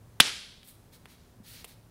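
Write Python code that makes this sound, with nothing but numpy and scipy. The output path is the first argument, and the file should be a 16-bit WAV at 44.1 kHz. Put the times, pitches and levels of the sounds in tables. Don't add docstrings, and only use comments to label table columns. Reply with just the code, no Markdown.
import sys
import numpy as np
from scipy import signal
from scipy.fft import rfft, irfft
from scipy.io import wavfile

SR = 44100
rng = np.random.default_rng(int(sys.argv[2]) if len(sys.argv) > 2 else 0)


def transcribe(signal):
    frames = np.atleast_2d(signal).T
    limited = np.clip(frames, -1, 1)
    pcm = np.round(limited * 32767).astype(np.int16)
    wavfile.write(sys.argv[1], SR, pcm)


def nominal_scale(level):
    x = np.asarray(level, float) / 20
    return 10 ** x


N = 83790
POCKET_CUT_HZ = 640


def rms_one(x):
    return x / np.sqrt(np.mean(x ** 2) + 1e-20)


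def at_hz(points, hz):
    table = np.array(points)
    return np.interp(np.log(hz), np.log(table[:, 0]), table[:, 1])


def colour(x, spectrum):
    hz = np.maximum(np.arange(len(x) // 2 + 1) * SR / len(x), 1)
    return rms_one(irfft(rfft(x) * nominal_scale(at_hz(spectrum, hz)), len(x)))


def drift(rate_hz):
    knots = rng.standard_normal(int(N / SR * 120) + 9)
    return np.interp(np.arange(N) / SR * rate_hz, np.arange(len(knots)), knots)


def high_pass(x, cut_hz):
    return signal.sosfilt(signal.butter(3, cut_hz, "high", fs=SR, output="sos"), x + 1e-18)


def rings(rows):
    rise_cycles = 0.25
    t = np.arange(N) / SR
    out = np.zeros(N)
    for start_s, level_db, hz, t60_s in rows:
        age = np.maximum(t - start_s, 0)
        build = 1 - np.exp(-age * hz / rise_cycles)
        out += nominal_scale(level_db - 60 * age / t60_s) * build * np.sin(2 * np.pi * hz * age)
    return out


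def contacts(rows, cut_hz):
    rung = []
    for start_s, peak_db, hz, cycles in rows:
        rung.append((start_s, peak_db + 25 / cycles, hz, cycles / hz))
    return high_pass(rings(rung), cut_hz)


def grains():
    grains_per_s, spread_db = 30000, 1.2
    sizes = nominal_scale(spread_db * np.minimum(rng.exponential(1, N), 5)) * rng.standard_normal(N)
    return sizes * (rng.random(N) < grains_per_s / SR)


# start_s, peak_db, pitch_hz, ring_cycles
PALM_LANDINGS = [
    (.2013, 0, 1500, 3.2),
    (.2021, 0, 2600, 6),
    (.2033, -6, 2100, 5),
    (.2038, 0, 3380, 28),
    (.2047, -4, 4400, 16),
    (.2059, 2, 3900, 6),
    (.2075, -9, 3300, 12),
    (.2084, -7, 2600, 9),
    (.2091, -12, 5500, 9),
    (.2098, -4, 4400, 8),
]


def palm_slap():
    return contacts(PALM_LANDINGS, POCKET_CUT_HZ)


# start_s, peak_db, pitch_hz, ring_cycles
FINGER_SNAPS = [
    (0.2013, -2.5, 8400, 14),
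    (0.204, 2.5, 10380, 16),
    (0.687, -43, 11000, 6.9),
    (1.6438, -30, 9000, 10),
    (1.6467, -27, 10500, 5.8),
]


def finger_snaps():
    return contacts(FINGER_SNAPS, POCKET_CUT_HZ)


# start_s, peak_db, pitch_hz, ring_cycles
NEAR_ECHOES = [
    (.2156, -15, 2800, 4),
    (.2177, -12, 3500, 7),
    (.2195, -19, 3500, 5),
    (.2256, -18, 3800, 8),
    (.2286, -19, 2000, 4),
]


def near_echoes():
    return contacts(NEAR_ECHOES, POCKET_CUT_HZ)


# start_s, level_db, pitch_hz, t60_s
FLESH_THUMPS = [
    (.2012, -23, 175, 0.042),
    (.2016, -20.5, 250, .035),
    (.2014, -16.5, 499.6, .03),
    (.203, -19, 640, 0.016),
    (1.058, -54, 660, 0.016),
    (1.4, -40, 209, .06),
    (1.647, -46, 460, 0.033),
    (1.6455, -49.5, 830, 0.023),
]


def flesh_thumps():
    return high_pass(rings(FLESH_THUMPS), 125)


# start_s, hold_s
SKIN_SPREADS = [
    (.2002, .001),
    (.2013, .005),
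    (.6305, .0015),
    (.6745, .001),
    (.684, .005),
    (1.0556, .003),
    (1.6443, .0058),
    (1.65, .004),
]
# t60_s, dull_db, bright_db
SKIN_DECAYS = [
    (0.0054, -33.5, -42.5),
    (0.032, -16, -27),
    (0.015, -52, -64),
    (.02, -66, -50),
    (0.026, -58, -52),
    (0.018, -56, -61),
    (.006, -46.5, -46),
    (0.082, -61, -57),
]
# frequency_hz, level_db per Hz
CRACKLE_SPECTRUM = [(240, -11), (400, -20), (1460, -24), (2220, -8), (3370, -5), (6640, -21.5),
                    (10700, -16.5), (16000, -71)]
# frequency_hz, level_db per Hz
BRIGHT_SPECTRUM = [(3500, -30.5), (6500, -15), (8200, -0.5), (11800, -1.5), (14900, -1.5), (16000, -3)]


def skin_crackle():
    t = np.arange(N) / SR
    dull = colour(rng.standard_normal(N), CRACKLE_SPECTRUM)
    bright = colour(grains(), BRIGHT_SPECTRUM)
    out = np.zeros(N)
    for (start_s, hold_s), (t60_s, dull_db, bright_db) in zip(SKIN_SPREADS, SKIN_DECAYS):
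        fade = nominal_scale(-60 * np.maximum(t - start_s - hold_s, 0) / t60_s)
        out += (t > start_s) * fade * (nominal_scale(dull_db) * dull + nominal_scale(bright_db) * bright)
    return out


# start_s, peak_db, pitch_hz, ring_cycles
LIGHT_TAPS = [
    (.631, -41.5, 3500, 4.5),
    (1.057, -35.5, 2200, 1.4),
    (1.0571, -42.5, 4350, 2.5),
    (1.0584, -53, 1503, 2.37),
    (1.0624, -43.5, 2550, 1.8),
    (1.6445, -35.5, 2580, 10),
    (1.6443, -38, 800, 2.2),
]


def light_taps():
    return -contacts(LIGHT_TAPS, cut_hz=360)


# start_s, peak_s, end_s, dull_db, bright_db
SKIN_SLIDES = [(0.638, .65, 0.7, -67, -60), (0.676, 0.693, 0.73, -62.5, -55), (0.723, 0.752, .76, -75, -64),
               (.92, 0.939, 0.98, -60, -59.5), (1.073, 1.114, 1.165, -62.5, -63.5),
               (1.131, 1.207, 1.343, -71.5, -78), (1.432, 1.459, 1.498, -60.5, -61.5),
               (1.46, 1.509, 1.569, -56, -53), (1.527, 1.581, 1.644, -54.5, -57.5),
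               (1.666, 1.703, 1.75, -60, -59.5), (1.675, 1.683, 1.7, -73, -60)]
# frequency_hz, level_db per Hz
SLIDE_SPECTRUM = [(530, -46), (900, -27), (1360, -10.5), (2200, -5.5), (2720, -8.5), (4080, -3),
                  (7000, -11.5), (9100, -32), (15400, -120)]


def skin_slides():
    edge_db = -16
    t = np.arange(N) / SR
    dull, bright = np.zeros(N), np.zeros(N)
    for start_s, peak_s, end_s, dull_db, bright_db in SKIN_SLIDES:
        from_peak = np.interp(t, [start_s, peak_s, end_s], [1, 0, 1])
        stroke = (from_peak < 1) * nominal_scale(edge_db * from_peak ** 3.0)
        dull += nominal_scale(dull_db) * stroke
        bright += nominal_scale(bright_db) * stroke
    rough = nominal_scale(0.82 * drift(35))
    return rough * (dull * colour(grains(), SLIDE_SPECTRUM) + bright * colour(grains(), BRIGHT_SPECTRUM))


# frequency_hz, t60_s
HALL_DECAY = [(150, 0.43), (400, .55), (900, .5), (1840, 0.64), (4000, 0.78), (7000, .58), (10500, 0.67),
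              (13500, 0.45), (16000, .25)]


def hall():
    onset_s = 0.013
    clump_db, clump_per_s, clump_fade_s = 2.5, 55, 0.15
    far_wall_db, far_wall_s, far_wall_spread_s = 2, 0.075, 0.03
    t = np.arange(SR) / SR
    edges_hz = 90 * 2 ** np.arange(0, 7.6, 0.5)
    white = rng.standard_normal((2, SR))
    tail = np.zeros(SR)
    for k, (low, high) in enumerate(zip(edges_hz, edges_hz[1:])):
        band_pass = signal.butter(2, [low, high], "band", fs=SR, output="sos")
        band = signal.sosfilt(band_pass, white[k % 2])
        clumps = clump_db * np.exp(-t / clump_fade_s) * drift(clump_per_s)[:SR]
        tail += band * nominal_scale(clumps - 60 * t / at_hz(HALL_DECAY, np.sqrt(low * high)))
    swell = far_wall_db * np.exp(-((t - far_wall_s) / far_wall_spread_s) ** 2)
    onset = np.clip(t / onset_s, 0, 1) ** 2
    return rms_one(tail * nominal_scale(swell) * onset) / np.sqrt(SR)


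# frequency_hz, level_db per Hz
SLAP_SPECTRUM = [(88, -41.5), (150, -12), (1080, -12.5), (1260, -7), (2760, -4), (4410, -3), (10600, -16),
                 (16000, -35.5)]


def slap_in_hall():
    energy_db = 5
    start = int(PALM_LANDINGS[0][0] * SR)
    late = np.pad(hall(), (start, N))[:N]
    return nominal_scale(energy_db) * colour(late, SLAP_SPECTRUM) / np.sqrt(N) * (np.arange(N) > start)


# frequency_hz, level_db per Hz
AIR_SPECTRUM = [(15, -28.5), (30, -6), (60, -3), (110, -2.5), (240, -13), (530, -17), (1400, -25),
                (2600, -32.5), (16000, -36.5)]
# pitch_hz, rms_db
HUM_TONES = [(59.5, -78), (178, -69.5), (240, -71), (9750, -87)]
# centre_s, length_s, rms_db
DUCT_BOOMS = [
    (.07, 0.13, -56.5),
    (0.761, .03, -59.5),
    (1.401, 0.05, -59.5),
    (1.52, .04, -57.5),
    (1.79, .06, -56),
]


def ventilation():
    boom_hz, air_db = 105.7, -58
    t = np.arange(N) / SR
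    out = nominal_scale(air_db + 1.0 * drift(12)) * colour(rng.standard_normal(N), AIR_SPECTRUM)
    for hz, rms_db in HUM_TONES:
        out += np.sqrt(2) * nominal_scale(rms_db + 0.86 * drift(7)) * np.sin(2 * np.pi * hz * t)
    boom = np.zeros(N)
    for centre_s, length_s, rms_db in DUCT_BOOMS:
        boom += np.sqrt(2) * nominal_scale(rms_db) * np.exp(-((t - centre_s) / length_s) ** 2)
    boom_phase = 2 * np.pi * np.cumsum(boom_hz + 5 * drift(12)) / SR
    return out + boom * np.sin(boom_phase)


def scene():
    slap, flesh = palm_slap(), flesh_thumps()
    light = skin_slides() + light_taps()
    direct = slap + finger_snaps() + near_echoes() + flesh + skin_crackle() + light
    sent_to_hall = nominal_scale(-11) * light + nominal_scale(-21.0) * (slap + flesh)
    reverb = slap_in_hall() + signal.fftconvolve(sent_to_hall, hall())[:N]
    return (direct + reverb + ventilation())[None]


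def band_limit(x):
    return signal.sosfilt(signal.butter(12, 16640, fs=SR, output="sos"), x)


def record(dry):
    top_cut = signal.cheby2(12, 26, 16000, fs=SR, output="sos")
    mix = np.clip(signal.sosfilt(top_cut, dry), -1.0, 1.0)
    return band_limit(mix)


dry = scene()
out = record(dry)
transcribe(out)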